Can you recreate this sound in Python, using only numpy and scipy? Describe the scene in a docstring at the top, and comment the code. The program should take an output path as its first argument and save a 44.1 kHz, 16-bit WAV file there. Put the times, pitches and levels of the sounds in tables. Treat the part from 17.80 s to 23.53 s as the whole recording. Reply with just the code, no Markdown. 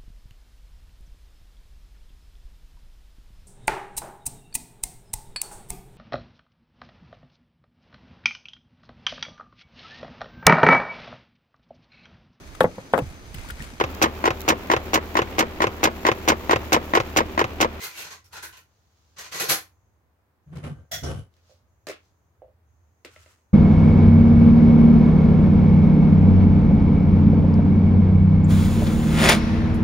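"""A low, wavering appliance hum and a faint hiss lie under a small kitchen throughout. First a steel
grater is rattled and scraped in two flurries, tiny contacts ringing its panels, with light rubbing
between. From 2.7 s a bowl judders over the table among knocks on the wood, then clanks twice.
More knocks and soft hollow taps on a dish follow, and light grating strokes end it at about 5.4 s."""
import sys
import numpy as np
from scipy import signal
from scipy.fft import rfft, irfft, next_fast_len
from scipy.io import wavfile
from scipy.ndimage import uniform_filter1d

SR = 44100
rng = np.random.default_rng(int(sys.argv[2]) if len(sys.argv) > 2 else 0)


def pcm_store(signal):
    """Save signal as 16-bit PCM."""
    levels = np.round(np.clip(np.atleast_2d(signal), -1, 1) * 32767)
    wavfile.write(sys.argv[1], SR, levels.astype(np.int16).T)


N = 252693
TIME = np.arange(N) / SR
SPLIT_LOW_HZ, SPLIT_HIGH_HZ = 1000, 7000


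def from_db(db):
    """dB to gain."""
    return 10 ** (np.asarray(db) / 20)


def unit_rms(x):
    """Scale to rms 1."""
    return x / np.sqrt(np.mean(x ** 2) + 1e-20)


def at_hz(points, hz):
    """Read a spectrum table on a log frequency axis."""
    points_hz, values = np.transpose(points)
    return np.interp(np.log(hz), np.log(points_hz), values)


def band(x, low_hz=None, high_hz=None):
    """Steep high-pass, low-pass or both."""
    for hz, kind in ((low_hz, "high"), (high_hz, "low")):
        if hz:
            x = signal.sosfilt(signal.butter(4, hz, kind, fs=SR, output="sos"), x)
    return x


def resonate(x, modes):
    """Parallel resonators of alternating sign, each (Hz, width in Hz, gain in dB)."""
    out = 0
    for k, (hz, width_hz, gain_db) in enumerate(modes):
        radius = np.exp(-np.pi * width_hz / SR)
        gain = (-1) ** k * from_db(gain_db) * (1 - radius ** 2) / 2
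        feedback = [1, -2 * radius * np.cos(2 * np.pi * hz / SR), radius ** 2]
        out = out + signal.lfilter([gain, 0, -gain], feedback, x + 1e-18)
    return out


def steady(x, window_s):
    """A driven vibration keeps its strength: chance swells are divided out."""
    return x / np.sqrt(uniform_filter1d(np.mean(x ** 2, axis=0), int(window_s * SR)) + 1e-20)


def burst(t, rise_s, hold_s, t60_s):
    """Envelope: rises until t = 0, holds, decays."""
    attack = np.clip(1 + t / max(rise_s, 1e-3), 0, 1) ** 2
    return attack * from_db(-60 * np.clip(t - hold_s, 0, 1) / t60_s)


def swells(events, rise_s, t60_s):
    """One gain curve per dB column: a burst per row, powers added."""
    return np.sqrt(sum((from_db(levels_db)[:, None] * burst(TIME - time_s, rise_s, hold_s, t60_s)) ** 2
                       for time_s, hold_s, *levels_db in events))


# Likeness of the two ears. Each row: frequency in Hz, left-right correlation.
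EAR_CORRELATION = [(30, 0.78), (130, .96), (250, 0.82), (500, 0.58), (1000, 0.31), (2000, 0.),
                   (15000, 0.057)]
def contacts(spectrum, per_s, spread_db):
    """Dense uneven clicks, coloured; the ears share the bass and differ in the treble."""
    clicks = (rng.random((2, N)) < per_s / SR) * rng.standard_normal((2, N))
    clicks *= from_db(spread_db * np.minimum(rng.exponential(1, (2, N)), 4))
    size = next_fast_len(N)
    hz = np.arange(size // 2 + 1) * SR / size + 1
    alike = np.clip(at_hz(EAR_CORRELATION, hz), -1, 1)
    coloured = rfft(clicks, size) * from_db(at_hz(spectrum, hz))
    mid, side = coloured * np.sqrt([1 + alike, 1 - alike])
    return unit_rms(irfft([mid + side, mid - side], size)[:, :N])


# Wavering of the hum. Each row: time in seconds, level in dB.
HUM_LEVELS = [(0, -67), (.65, -58), (.9, -68.5), (1.7, -60.5), (2.6, -71), (3.65, -63.5), (4.45, -66.5),
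              (4.6, -62.5), (5.07, -59.5), (5.2, -69), (5.4, -56), (5.62, -71.5), (5.73, -65)]
# Hum resonances. Each row: frequency in Hz, width in Hz, gain in dB.
HUM_MODES = [(77.4, 20, 3), (97.3, 32, -7)]
def appliance_hum():
    """Low noise drives two resonances; the level wavers."""
    rumble = contacts([(40, -8.5), (60, -2), (130, 5), (200, -27)], per_s=SR, spread_db=-4.5)
    level_db = np.interp(TIME, *np.transpose(HUM_LEVELS))
    return from_db(level_db) * steady(resonate(rumble, HUM_MODES), window_s=.08)


# Steady hiss. Each row: frequency in Hz, density in dB.
HISS_SPECTRUM = [(100, -1.5), (400, -7.5), (1000, -9.5), (1900, -16.5), (3000, -25.5), (5000, -29.5),
                 (9000, -33.5), (15500, -27)]
# Thin hiss swells. Each row: time in seconds, hold in seconds, level in dB.
THIN_SWELLS = [(0, 2.06, -81.5), (2.67, 0.49, -83), (3.9, 0.57, -83), (4.89, 0.77, -82)]
# Thin hiss resonance. 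Each row: frequency in Hz, width in Hz, gain in dB.
THIN_MODES = [(6500, 500, 0)]
def hiss():
    """A broad hiss stays; a thin, high one comes and goes."""
    noise = contacts(HISS_SPECTRUM, per_s=SR, spread_db=-1)
    broad = from_db(-70) * unit_rms(band(noise, 80))
    thin = unit_rms(resonate(band(noise[:, ::-1], 5000, 7800), THIN_MODES))
    return broad + swells(THIN_SWELLS, rise_s=.092, t60_s=1) * thin


def clatter(jolts, spectrum, modes, lows_db, t60_s, ring_db, crest_db, panel_width, scatter_db, detune):
    """Each jolt is a flurry of contacts: broad noise, all modes rung anew, one panel favoured."""
    grains = contacts(spectrum, per_s=12000, spread_db=1.5)
    edges_hz = [(None, SPLIT_LOW_HZ), (SPLIT_LOW_HZ, SPLIT_HIGH_HZ), (SPLIT_HIGH_HZ, None)]
    bands = [unit_rms(band(grains, *edges)) for edges in edges_hz]
    white = contacts([(100, 0), (20000, 0)], per_s=9000, spread_db=1.5)
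    loudest_db = max(jolt[1] for jolt in jolts)
    band_power, ringing = np.zeros((3, N)), np.zeros((2, N))
    mode_hz, width_hz, mode_db = np.transpose(modes)
    mode_band = np.digitize(mode_hz, [SPLIT_LOW_HZ, SPLIT_HIGH_HZ])
    hits_db = rng.normal(0, scatter_db, (len(jolts), len(modes)))
    bends = np.exp(rng.normal(0, detune, hits_db.shape))   # a changing grip shifts the modes
    for jolt, hit_db, bend in zip(jolts, hits_db, bends):
        time_s, level_db, highs_db, rise_s, hold_s, panel_hz, panel_db = jolt
        span = slice(max(round((time_s - .06) * SR), 0), round((time_s + .4) * SR))
        envelope = from_db(level_db - crest_db) * burst(TIME[span] - time_s, rise_s, hold_s, t60_s)
        bass_db = lows_db + .17 * (level_db - loudest_db)   # harder jolts shake more bass loose
        band_db = np.array([bass_db, 0, highs_db])
        band_power[:, span] += (from_db(band_db)[:, None] * envelope) ** 2
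        rung = zip(mode_hz * bend, width_hz, mode_db + ring_db + hit_db + band_db[mode_band])
        panel = (panel_hz, panel_width * panel_hz, panel_db)
        ringing[:, span] += resonate(white[:, span] * envelope, [*rung, panel])
    return np.sum(np.sqrt(band_power)[:, None] * bands, axis=0) + ringing


# Grater jolts. Each row: time in seconds, level in dB, relative highs in dB, rise and hold in seconds,
# favoured panel's frequency in Hz and gain in dB.
GRATER_JOLTS = [(.006, -31.5, -16, 0.012, 0.043, 2070, 23.5), (.04, -26.5, -2, 0.048, 0.017, 1430, 8),
                (.105, -39, -13, 0.012, 0.1, 2300, 16), (.185, -29.5, -5.5, 0.057, 0.034, 2700, 17.5),
                (.248, -33.5, -17, 0.037, 0.032, 1400, 18.5), (.315, -31.5, -13.5, 0.029, 0.015, 1070, 15),
                (.444, -53.5, -2.5, .005, 0.019, 5500, 17), (.531, -36.5, -8, .01, 0.011, 935, 24.5),
                (.569, -31.5, -18, 0.071, 0.012, 1390, 23), (.631, -30, -2.5, 0.014, 0.016, 1510, 21),
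                (.728, -43, -15, .008, 0.027, 2830, 17.5), (.771, -42.5, -7, .004, 0.0066, 10000, 9),
                (1.370, -38, -37.5, 0.011, 0.028, 1129, 13),
                (1.385, -30.5, -10.5, 0.0047, 0.029, 1890, 13.5),
                (1.4425, -34.5, -21.5, 0.023, 0.028, 4503, 9.5),
                (1.526, -25.5, -13.5, 0.02, 0.021, 2509, -0.5),
                (1.559, -24.5, -12, 0.045, 0.043, 1083, 14.5), (1.599, -18.5, -5, .002, 0.022, 465, 24),
                (1.637, -29.5, -9, .01, 0.039, 485, 25), (1.697, -11, -3.5, .016, 0.024, 773, 9)]
# Grater contact noise. Each row: frequency in Hz, density in dB.
GRATER_SPECTRUM = [(71, -43.5), (120, -7.5), (289, -13), (471, -4), (785, -10), (906, -15), (1480, -10),
                   (1780, -10), (8220, -14.5), (9680, -12.5), (10500, -21), (11400, -15), (15800, -13)]
# Steel resonances. Each row: frequency in Hz, width in Hz, gain in dB.
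GRATER_MODES = [(166, 40, 1.5), (327, 12, 6.5), (447.2, 52, 6), (794.6, 29, 3.5), (1028, 43, -1),
                (1356, 50, -3.5), (1500, 50, -3.5), (1964, 71, -3), (2501, 80, -3.5), (4260, 280, -7.5),
                (6290, 600, -10.5), (10200, 200, -2), (11640, 530, -1.5), (14350, 280, -5.5)]
def grater_rattle():
    """Jolts ring the steel panels, at slightly different pitches each time."""
    return clatter(GRATER_JOLTS, GRATER_SPECTRUM, GRATER_MODES, lows_db=-10.5, t60_s=.21,
                   ring_db=13.5, crest_db=11.5, panel_width=.06, scatter_db=3, detune=.02)


# Light rubs. Each row: time in seconds, hold in seconds, level in dB.
RUBS = [(.92, 0.21, -74.5), (1.18, 0.44, -71), (3.57, 0.1, -74), (3.71, 0.0041, -63), (4.25, 0.0076, -71)]
# Rubbing noise. Each row: frequency in Hz, density in dB.
RUB_SPECTRUM = [(350, -28), (600, 16), (707, 1.5), (1210, -1), (1790, -14.5), (4420, -9.5), (6580, -11),
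                (8420, -23.5), (15800, -27)]
def rubbing():
    """Dense contacts merge into faint, high swells."""
    friction = contacts(RUB_SPECTRUM, per_s=SR, spread_db=4.5)
    return swells(RUBS, rise_s=.13, t60_s=.38) * unit_rms(band(friction, 1500))


# Shoves of the bowl. Each row: time and hold in seconds, then levels in dB of table boom, table groan,
# scrape, scrape highs and bowl ringing.
SHOVES = [(2.68, 0.024, -53, -48, -65, -83, -90), (2.73, .015, -57, -36, -49, -67.5, -62),
          (2.765, 0.023, -40, -36.5, -45, -59.5, -78), (2.841, 0.033, -36.5, -36.5, -38, -53.5, -52),
          (2.91, 0.012, -43, -33, -55, -66, -71), (2.96, 0.056, -44.5, -64, -62.5, -78, -63.5),
          (3.13, 0.067, -44.5, -55, -58.5, -90, -68), (3.239, 0.078, -30.5, -36, -35, -46.5, -42.5),
          (3.35, 0.047, -33, -45, -49.5, -56.5, -57)]
# Grit under the bowl. Each row: frequency in Hz, density in dB.
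GRIT_SPECTRUM = [(120, -22), (200, 4), (508, -3.5), (946, -14), (1140, -11.5), (2680, -20.5), (3050, -24),
                 (12700, -36), (15800, -43)]
# Resonances of scrape highs, bowl and table. Each row: frequency in Hz, width in Hz, gain in dB.
SHEEN_MODES = [(2990, 136, 11.5), (10730, 900, 5)]
DRAG_MODES = [(496, 81, 6), (1569, 24, 18)]
BOOM_MODES, GROAN_MODES = [(89, 28, 0)], [(138.2, 49, -5), (180.7, 41, -7.5), (233, 36, -10.5)]
def dragged_bowl():
    """The foot judders, so the table booms and groans; grit scrapes and rings the bowl."""
    boom_gain, groan_gain, *_ = swells(SHOVES, rise_s=.033, t60_s=.19)
    *_, scrape_gain, sheen_gain, ring_gain = swells(SHOVES, rise_s=.021, t60_s=.21)
    judder = contacts([(40, -29), (70, 14.5), (300, -3), (600, -18)], per_s=480, spread_db=1.5)
    grit = contacts(GRIT_SPECTRUM, per_s=4000, spread_db=1)
    boom = boom_gain * steady(resonate(judder, BOOM_MODES), window_s=.0193)
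    groan = groan_gain * steady(resonate(resonate(judder, GROAN_MODES), GROAN_MODES), window_s=.046)
    scrape = scrape_gain * unit_rms(band(grit, 194, 3070))
    sheen = sheen_gain * unit_rms(band(grit, 3500, 12200) + resonate(grit, SHEEN_MODES))
    ring = ring_gain * unit_rms(resonate(band(grit, 233), DRAG_MODES))
    return boom + groan + scrape + sheen + ring


def struck(modes, t, soft_s):
    """One decaying sine per mode, of random strength; a soft contact rounds the start."""
    waves = [from_db(db + rng.normal(0, 2.5) - 60 * t / t60_s) * np.sin(2 * np.pi * hz * t)
             for hz, db, t60_s in modes]
    return np.array(waves) * (1 - np.exp(-t / soft_s))


# Knocks on the table. Each row: start in seconds, level in dB, then upper modes, crack and tail
# in relative dB.
KNOCKS = [(2.755, -43, -24, -11.5, -5), (2.771, -39, -25, -13, -28), (2.838, -37, -2, -37, -6),
          (3.54, -72, 3, 4, -15.5), (3.566, -64, -8, 1, -0.5), (4.069, -32, -11, -2.5, -1),
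          (4.086, -23.5, -15, -12, -17), (4.096, -20.5, -22, -25, -18), (4.103, -23.5, -12, -19, -30),
          (4.112, -33, -9, -9, -29), (5.248, -35, 4, -5, -4), (5.362, -36, -3.5, -35, -17),
          (5.432, -61.5, 9, 3.5, -24), (5.461, -41.5, -3, -20, -15), (5.502, -69, -6, 4, -8)]
# Table top modes. Each row: frequency in Hz, gain in dB, T60 in seconds.
WOOD_MODES = [(408, -18.5, 0.037), (550, -10.5, 0.065), (616, -4, 0.059), (1330, -6, 0.074),
              (2086, 6, 0.012), (2680, 2.5, 0.016)]
# Noise of knocks and taps. Each row: frequency in Hz, density in dB.
IMPACT_SPECTRUM = [(88, -51), (150, 20), (182, -4.5), (413, 7), (464, 4), (622, -1), (937, -15), (1010, -6),
                   (2630, -2.5), (15800, -33)]
def table_knocks():
    """A knock rings the wood, cracks briefly and leaves a noisy tail."""
    out, t = np.zeros((2, N + SR)), TIME[:SR // 5]
    noise = contacts(IMPACT_SPECTRUM, per_s=5000, spread_db=3.5)
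    bright = unit_rms(band(noise, 3170))
    is_upper = np.array(WOOD_MODES)[:, :1] > SPLIT_LOW_HZ
    for start_s, level_db, upper_db, crack_db, tail_db in KNOCKS:
        span = slice(round(start_s * SR), round(start_s * SR) + len(t))
        wood = np.sum(struck(WOOD_MODES, t, soft_s=.0002) * from_db(is_upper * upper_db - 8.5), axis=0)
        crack = bright[:, span] * from_db(crack_db + 2 - 60 * t / .033)
        tail = noise[:, span] * from_db(tail_db - 60 * t / .18)
        out[:, span] += from_db(level_db) * (wood + crack + tail)
    return band(out[:, :N], 257)


# Bowl jolts. Each row: as in GRATER_JOLTS.
BOWL_JOLTS = [(3.117, -21, 0.5, 0.0059, 0.029, 5710, 12), (3.237, -35, -13, 0.0082, 0.0086, 5790, 29)]
# Bowl contact noise. Each row: frequency in Hz, density in dB.
BOWL_SPECTRUM = [(120, -41), (200, -15), (340, -17), (706, 7), (848, -27.5), (1970, -13.5), (2280, -25),
                 (3400, -17), (5780, -21.5), (8640, -31.5), (15800, -27.5)]
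# Bowl resonances. Each row: frequency in Hz, width in Hz, gain in dB.
BOWL_MODES = [(711, 64, 8), (1450, 40, -2), (1950, 150, -.5), (3370, 50, 11.5), (5400, 120, 4),
              (5900, 120, 5), (6480, 70, 0), (7110, 40, 2), (11600, 140, -9), (14300, 100, -6)]
def bowl_clanks():
    """Two jolts ring the bowl at nearly constant pitch."""
    return clatter(BOWL_JOLTS, BOWL_SPECTRUM, BOWL_MODES, lows_db=-12.5, t60_s=.23,
                   ring_db=13, crest_db=15, panel_width=.05, scatter_db=1.5, detune=.002)


# Soft taps. Each row: start in seconds, level in dB, left over right in dB.
TAPS = [(3.695, -47, -9), (3.714, -45.5, -4), (4.619, -32, -5), (4.644, -40.5, 8), (4.681, -40.5, -4)]
# Dish modes. Each row: frequency in Hz, gain in dB, T60 in seconds.
DISH_MODES = [(389.4, -13, 0.1), (521, 2.5, 0.11), (588, -2, 0.17), (628.6, 4, 0.068), (719, -0.5, 0.048)]
def dish_taps():
    """A tap clicks faintly and rings a hollow dish."""
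    out, t = np.zeros((2, N + SR)), TIME[:SR // 5]
    noise = contacts(IMPACT_SPECTRUM, per_s=5000, spread_db=3.5)
    for start_s, level_db, pan_db in TAPS:
        span = slice(round(start_s * SR), round(start_s * SR) + len(t))
        ring = struck(DISH_MODES, t, soft_s=.0016).sum(axis=0)
        click = band(noise[:, span], high_hz=2800) * from_db(-20.5 - 60 * t / .078)
        pan = from_db([[pan_db / 2], [-pan_db / 2]])
        out[:, span] += from_db(level_db - 11.5) * pan * (ring + click)
    return band(out[:, :N], 257)


# Grating strokes. Each row: time in seconds, hold in seconds, level in dB.
STROKES = [(5.33, .015, -59.5), (5.41, 0.021, -59), (5.5, 0.02, -62)]
# Grating noise. Each row: frequency in Hz, density in dB.
STROKE_SPECTRUM = [(350, -33), (600, 0), (856, -3), (1330, -7.5), (1770, -14), (3100, -16.5), (3550, -20.5),
                   (6760, -18), (15800, -33)]
def grating_strokes():
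    """Fine contacts rasp in three light swells."""
    rasp = contacts(STROKE_SPECTRUM, per_s=4600, spread_db=-1)
    return swells(STROKES, rise_s=.13, t60_s=.38) * unit_rms(band(rasp, 1390))


def kitchen(x, t60_s=.22, wall_cut_hz=5700):
    """Wall echoes: six feedback delays a side, duller on every round."""
    size = next_fast_len(N + SR // 2)
    angle = 2 * np.pi * np.arange(size // 2 + 1) / size
    pole = np.exp(-2 * np.pi * wall_cut_hz / SR)
    wall = (1 - pole) / (1 - pole * np.exp(-1j * angle))
    response = np.zeros((2, len(angle)), complex)
    lags = (rng.uniform(.0087, .03, size=12) * SR).astype(int)
    for k, lag in enumerate(lags):
        loop = from_db(-60 * lag / SR / t60_s) * wall * np.exp(-1j * lag * angle)
        response[k % 2] += (-1) ** (k // 2) * loop / (1 - loop)
    return irfft(rfft(x, size) * response, size)[:, :N]


def scene():
    """The louder sounds echo in the small room, which adds little bass; the faint ones stay dry."""
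    table = grater_rattle() + bowl_clanks() + dragged_bowl() + table_knocks() + dish_taps()
    echoes = from_db(-13) * kitchen(band(table, 700))
    return table + echoes + appliance_hum() + hiss() + rubbing() + grating_strokes()


def record(dry):
    """Steep low-pass at 15.9 kHz."""
    return signal.sosfilt(signal.ellip(12, .5, 75, 15900, fs=SR, output="sos"), dry)


dry = scene()
out = record(dry)
pcm_store(out)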